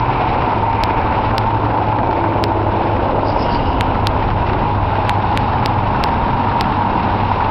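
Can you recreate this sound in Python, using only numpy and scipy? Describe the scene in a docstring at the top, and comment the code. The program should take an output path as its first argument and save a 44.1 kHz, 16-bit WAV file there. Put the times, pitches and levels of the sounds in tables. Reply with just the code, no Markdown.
"""Dense freeway traffic under an overpass: coloured noise bands roar throughout, tyres sing near 900 Hz,
and a diesel truck drones in harmonics, sinking from 117 to 98 Hz. Large vehicles swell in from the start;
the bridge deck dulls the lanes around 2.4 s, grainy noise rings as keys rustle in a hand from 3.3 to 3.7 s,
and a semi-trailer dulls the lanes around 4.6 s. A small camera holds the level steady, keeps mainly
the band below 6 kHz and ticks at set moments from 0.8 to 6.6 s, where the wave is driven into overload."""
import sys
import numpy as np
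from scipy import signal
from scipy.fft import rfft, irfft
from scipy.io import wavfile
from scipy.ndimage import uniform_filter1d

SR = 44100
rng = np.random.default_rng(int(sys.argv[2]) if len(sys.argv) > 2 else 0)


def store_wav(level_fs):
    """Save 16-bit WAV to argv[1]."""
    pcm = np.round(np.clip(np.atleast_2d(level_fs), -1, 1) * 32767)
    wavfile.write(sys.argv[1], SR, pcm.T.astype(np.int16))


N = 330750
TIME = np.arange(N) / SR
FREQS = np.fft.rfftfreq(N, 1 / SR) + 1e-3  # the offset keeps the logarithm finite at 0 Hz

# All levels are those of the mix, ahead of the camera's gain control.
# A length spans the two points where a swell is 6 dB down.

# spectral shape of the whole stream of traffic: [f/Hz, relative level/dB]
ROAD_COLOUR = [(12, -24.5), (22, -8.5), (70, -7), (115, -3.5), (165, -8), (240, -7.5), (430, -10.5),
               (740, -9), (900, -4.5), (1020, -9), (1170, -17.5), (1450, -19.5), (1800, -28.5)]
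# spectral shape of air pumped out of the treads: [f/Hz, relative level/dB]
HISS_COLOUR = [(1000, -23), (1700, -1.5), (2100, 1), (2700, 2), (3250, -6.5), (3850, -8), (4400, -14),
               (5100, -17.5), (5800, -16.5)]
# steady levels of the stream of traffic, level/dB
RUMBLE_DB, BODY_DB, TYRE_DB, HISS_DB = -28, -27, -20.5, -35
# low roar of single large vehicles: [closest t/s, length t/s, rumble level/dB, body roar level/dB]
LARGE_VEHICLES_PASSING = [(.35, 0.79, -29.5, -25.5), (1.1, 0.38, -29.5, -26), (2.499, 2.2, -35, -23),
                          (4.001, 1.62, -24.5, -29.5), (5.45, .35, -25, -38), (6.15, 0.83, -29, -34)]
# the bridge deck screens the lanes below from the walkway: deepest t/s, length t/s
SCREEN_S, SCREEN_LENGTH_S = 2.4, 2.2
# the semi-trailer screens the lanes behind it: deepest t/s, length t/s
TRAILER_S, TRAILER_LENGTH_S = 4.55, 1.7
# diesel exhaust: [t/s, firing rate f/Hz, level/dB before the trim in diesel()]
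DIESEL_EXHAUST = [(0.0, 116.9, -23), (0.24, 116.4, -30.5), (0.72, 103.1, -22), (0.96, 106.0, -29.5),
                  (1.08, 106.1, -30), (1.32, 107.4, -21.0), (1.92, 107.8, -24.5), (2.64, 101.5, -21),
                  (3.48, 103.3, -25.5), (3.6, 103.0, -31.5), (4.32, 100.3, -20.5), (4.56, 100.6, -31.5),
                  (4.8, 99.4, -18), (5.4, 98.4, -24.5), (5.88, 98.8, -23.5), (6.12, 98.6, -35.5),
                  (6.48, 99.2, -23.5), (6.6, 98.2, -32), (7.2, 99.2, -23.5), (7.49, 98.2, -25.5)]
# other engines humming by: [loudest t/s, length t/s, pitch f/Hz, glide Hz/s, width f/Hz, level/dB]
ENGINE_HUMS = [ (0.144, 1.2, 126.6, -9, 16, -32), (1.6, 1, 301, 0, 19, -32),
               (2.449, 1.07, 334.6, -3, 2, -28.5), (2.3, .8, 327.7, -20, 110, -29),
               (3.1, .8, 580, -60, 83, -27.5), (3.55, 0.81, 279.5, -25, 40, -30),
               (4.294, 0.34, 66, 8.5, 12, -32), (4.495, .6, 354, 1.5, 70, -29.5),
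               (6.8, 1.8, 315, -5, 60, -34), (5.801, 2.2, 122.3, 6, 11, -29.5),
               (6.7, 2, 224.6, -5, 75, -27.5)]
# tyre treads singing by: [loudest t/s, length t/s, pitch f/Hz, level/dB]
TREAD_TONES = [(.3, .46, 734, -27.5), (0.799, .42, 912, -22.5), (1.494, 0.32, 906, -25),
               (2.0, 2.1, 859.8, -26.5), (2.198, 0.4, 901, -25), (3.548, 0.41, 948, -26.5),
               (4.5, 0.55, 960, -30), (5.15, 0.99, 828, -27), (6.6, 1.0, 943, -26.5),
               (6.799, 0.39, 848, -24.5)]
# every tread tone is equally unsteady and sinks with the Doppler shift
TREAD_WIDTH_HZ, TREAD_SAG_HZ_PER_S = 15, 12
# close tyres sizzling past: [loudest t/s, length t/s, centre f/Hz, width f/Hz, level/dB]
TYRE_SIZZLES = [(0.197, 0.9, 2280, 700, -37.5), (.88, 0.6, 2250, 704, -34.5), (2.197, .5, 2310, 500, -39.5),
                (3.62, 0.5, 2890, 400, -38.5), (5.4, .5, 3770, 1630, -48.5), (6.904, 1.4, 3620, 1400, -50)]
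# keys shifting in the hand: [loudest t/s, length t/s, pitch f/Hz, level/dB]
KEY_RINGS = [(3.296, 0.068, 4800, -34.5), (3.423, 0.084, 5200, -36), (3.54, 0.07, 4620, -32.5),
             (3.686, 0.12, 4860, -43)]
# crests that overload the camera: [t/s, converter samples that wrap around]
OVERLOAD_TICKS = [(.8371, 1), (1.3816, 1), (2.4397, 1), (3.8099, 2), (4.07082, 2), (4.07108, 1),
                  (5.0949, 2), (5.3748, 2), (5.66, 1), (6.039, 1), (6.6104, 1)]
# the camera: largest wave value, band edge of the converter f/Hz, final top cut f/Hz
FULL_SCALE, BAND_HZ, TOP_HZ = .72, 5550, 15900


def traffic(far_db=-29.0, far_share=0.76, flicker_db=1.32, hiss_flicker_db=1.63):
    """Many vehicles blend into rumble, body roar, tyre roar and hiss; moving air makes each part flicker."""
    rumble, body, tyres, hiss = flow()
    far = far_db + far_share * (rumble - RUMBLE_DB)  # rises partly with the rumble
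    road = colour(ROAD_COLOUR)
    parts = [
        (road * below(90), rumble),
        (road * above(100) * below(255), far),
        (road * above(258) * below(772), body),
        (road * above(751) * below(1830), tyres)]
    mix = np.zeros(N)
    for gain, db in parts:
        mix += noise(gain) * undb(db + flicker_db * walk(49))
    tread_air = noise(colour(HISS_COLOUR) * above(1200))
    return mix + tread_air * undb(hiss + hiss_flicker_db * walk(28))


def flow(deck_tyre_db=-1.5, deck_hiss_db=-2.0, trailer_tyre_db=-2.0, trailer_hiss_db=-1.1):
    """Levels in dB of the stream: large vehicles add low power, obstacles screen the highs."""
    rumble_power, body_power = undb(RUMBLE_DB) ** 2, undb(BODY_DB) ** 2
    for s, length, rumble_db, body_db in LARGE_VEHICLES_PASSING:
        approach = swell(s, length)
        rumble_power = rumble_power + (undb(rumble_db) * approach) ** 2
        body_power = body_power + (undb(body_db) * approach) ** 2
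    deck = swell(SCREEN_S, SCREEN_LENGTH_S)
    trailer = swell(TRAILER_S, TRAILER_LENGTH_S)
    tyres = TYRE_DB + deck_tyre_db * deck + trailer_tyre_db * trailer
    hiss = HISS_DB + deck_hiss_db * deck + trailer_hiss_db * trailer
    return 10 * np.log10(rumble_power), 10 * np.log10(body_power), tyres, hiss


def diesel(rough=0.18, wander_hz=0.8, second_db=-16, third_db=-19, trim_db=-1.15):
    """The exhaust drones at the firing rate with weak overtones; reflections off the road make it waver."""
    hz, db = curves(DIESEL_EXHAUST)
    phase = 2 * np.pi * np.cumsum(hz + wander_hz * walk(8)) / SR
    tone = np.sin(phase)
    tone += undb(second_db) * np.sin(2 * phase)
    tone += undb(third_db) * np.sin(3 * phase)
    wavering = tone * (1 + rough * walk(4))
    return unit(wavering) * undb(db + trim_db)


def passes():
    """Single engines hum and single sets of treads sing above the stream."""
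    mix = np.zeros(N)
    for s, length, hz, glide, width_hz, db in ENGINE_HUMS:
        mix += passing_tone(s, length, hz, glide, width_hz, db)
    for s, length, hz, db in TREAD_TONES:
        mix += passing_tone(s, length, hz, -TREAD_SAG_HZ_PER_S, TREAD_WIDTH_HZ, db)
    return mix


def passing_tone(s, length, hz, glide, width_hz, db, clean_hz=12):
    """A narrow tone swells and glides as the vehicle moves; the narrower it is, the steadier its core."""
    phase = 2 * np.pi * np.cumsum(hz + glide * (TIME - s)) / SR
    spread = below(width_hz / 2, order=2)
    # slow noise on both quadratures smears the tone around its pitch
    in_phase = (clean_hz / width_hz + noise(spread)) * np.cos(phase)
    quadrature = noise(spread) * np.sin(phase)
    return unit(in_phase + quadrature) * swell(s, length) * undb(db)


def near_tyres():
    """Close tyres sizzle above the rest as they go by: resonant noise that swells and fades."""
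    mix = np.zeros(N)
    for s, length, hz, width_hz, db in TYRE_SIZZLES:
        mix += noise(resonance(hz, width_hz)) * swell(s, length) * undb(db)
    return mix


def keys(width_hz=560, rough_db=3.5, scrape_db=-12):
    """Keys damped by the fingers slide over each other: short, grainy rings over a broad scrape."""
    mix = np.zeros(N)
    for s, length, hz, db in KEY_RINGS:
        scrape = undb(scrape_db) * above(3200, order=3)
        ring = noise(resonance(hz, width_hz) + scrape)
        grainy = unit(ring * undb(rough_db * walk(120)))
        mix += grainy * swell(s, length) * undb(db)
    return mix


def joints(count=110, decay_s=.005, db=-23, scatter_db=1.0):
    """Tyres slap the pavement joints at random: short decaying noise bursts half buried in the roar."""
    when, size = rng.random((count, 2)).T
    hits = np.zeros(N)
    hits[(when * (N - 1)).astype(int)] = undb(scatter_db * (2 * size - 1))
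    decay = np.exp(-1 / (decay_s * SR))
    bursts = signal.lfilter([1], [1, -decay], hits)
    slap = noise(above(900, order=3) * below(1250, order=3))
    return slap * bursts * undb(db)


def scene():
    """Everything as it reaches the bridge."""
    mix = traffic() + diesel() + passes() + near_tyres() + joints() + keys()
    return mix[None]


def gain_control(x, target_db=-15, window_s=.12, strength=1.0):
    """The gain follows the running power and holds the level nearly constant."""
    power = uniform_filter1d(x ** 2, int(window_s * SR))
    return x * (undb(target_db) / np.sqrt(power)) ** strength


def flat_tops(x):
    """The wave bends smoothly into a ceiling at full scale."""
    size = np.abs(x) / FULL_SCALE
    return FULL_SCALE * np.tanh(size ** 4) ** .25 * np.sign(x)


def overload(x, crest_s=0.00033):
    """At each set tick the wave rises to full scale, then snaps across for a converter sample or two."""
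    crest, snap = np.zeros(N), np.zeros(N)
    for s, samples in OVERLOAD_TICKS:
        centre = int(s * SR)
        near = centre + np.arange(-64, 65)
        lag = TIME[near] - TIME[centre]
        crest[near] = np.maximum(crest[near], np.exp(-(lag / crest_s) ** 2))
        # the converter's filter rounds the snap and rings at the band edge
        rounded = sum(np.sinc(2 * BAND_HZ * lag - k + (samples - 1) / 2) for k in range(samples))
        snap[near] += rounded * np.exp(-(lag / (2 * crest_s)) ** 2)
    raised = x + crest * (FULL_SCALE - x)
    snapped = np.clip(raised - 2 * FULL_SCALE * snap, -FULL_SCALE, FULL_SCALE)
    return np.where(crest > 0, snapped, x)


def record(dry):
    """The camera: gain control, flat tops, a narrow-band converter, overload ticks and the top cut."""
    levelled = gain_control(dry[0])
    narrow = irfft(rfft(levelled) * below(5400, order=22), N)
    band_cut = signal.ellip(10, .2, 90, BAND_HZ + 300, fs=SR, output="sos")
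    converted = signal.sosfilt(band_cut, flat_tops(narrow))
    top_cut = signal.ellip(8, .2, 70, TOP_HZ, fs=SR, output="sos")
    return signal.sosfilt(top_cut, overload(converted))[None]


def undb(db):
    """Decibels to gain."""
    return 10 ** (np.asarray(db) / 20)


def unit(x):
    """Scale to rms 1."""
    return x / np.sqrt(np.mean(x ** 2))


def curves(table):
    """Each column of a table as a line through time."""
    s, *columns = np.transpose(table)
    return [np.interp(TIME, s, column) for column in columns]


def colour(points):
    """Gain at every frequency from [f/Hz, level/dB] points, joined along a log frequency axis."""
    hz, db = np.transpose(points)
    return undb(np.interp(np.log(FREQS), np.log(hz), db))


def below(hz, order=8):
    """Gain of a low-pass."""
    return 1 / np.sqrt(1 + (FREQS / hz) ** (2 * order))


def above(hz, order=8):
    """Gain of a high-pass."""
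    return 1 / np.sqrt(1 + (hz / FREQS) ** (2 * order))


def resonance(hz, width_hz):
    """Gain of one resonant peak, 6 dB down at the edges of its width."""
    return 1 / (1 + (2 * (FREQS - hz) / width_hz) ** 2)


def noise(gain):
    """Noise of rms 1 with the given colour."""
    return unit(irfft(rfft(rng.standard_normal(N)) * gain, N))


def walk(rate_hz):
    """Slow chance: low-passed noise with spread 1."""
    return noise(below(rate_hz, order=2))


def swell(s, length):
    """A bell that is 6 dB down half a length from its centre."""
    return .5 ** ((2 * (TIME - s) / length) ** 2)


dry = scene()
out = record(dry)
store_wav(out)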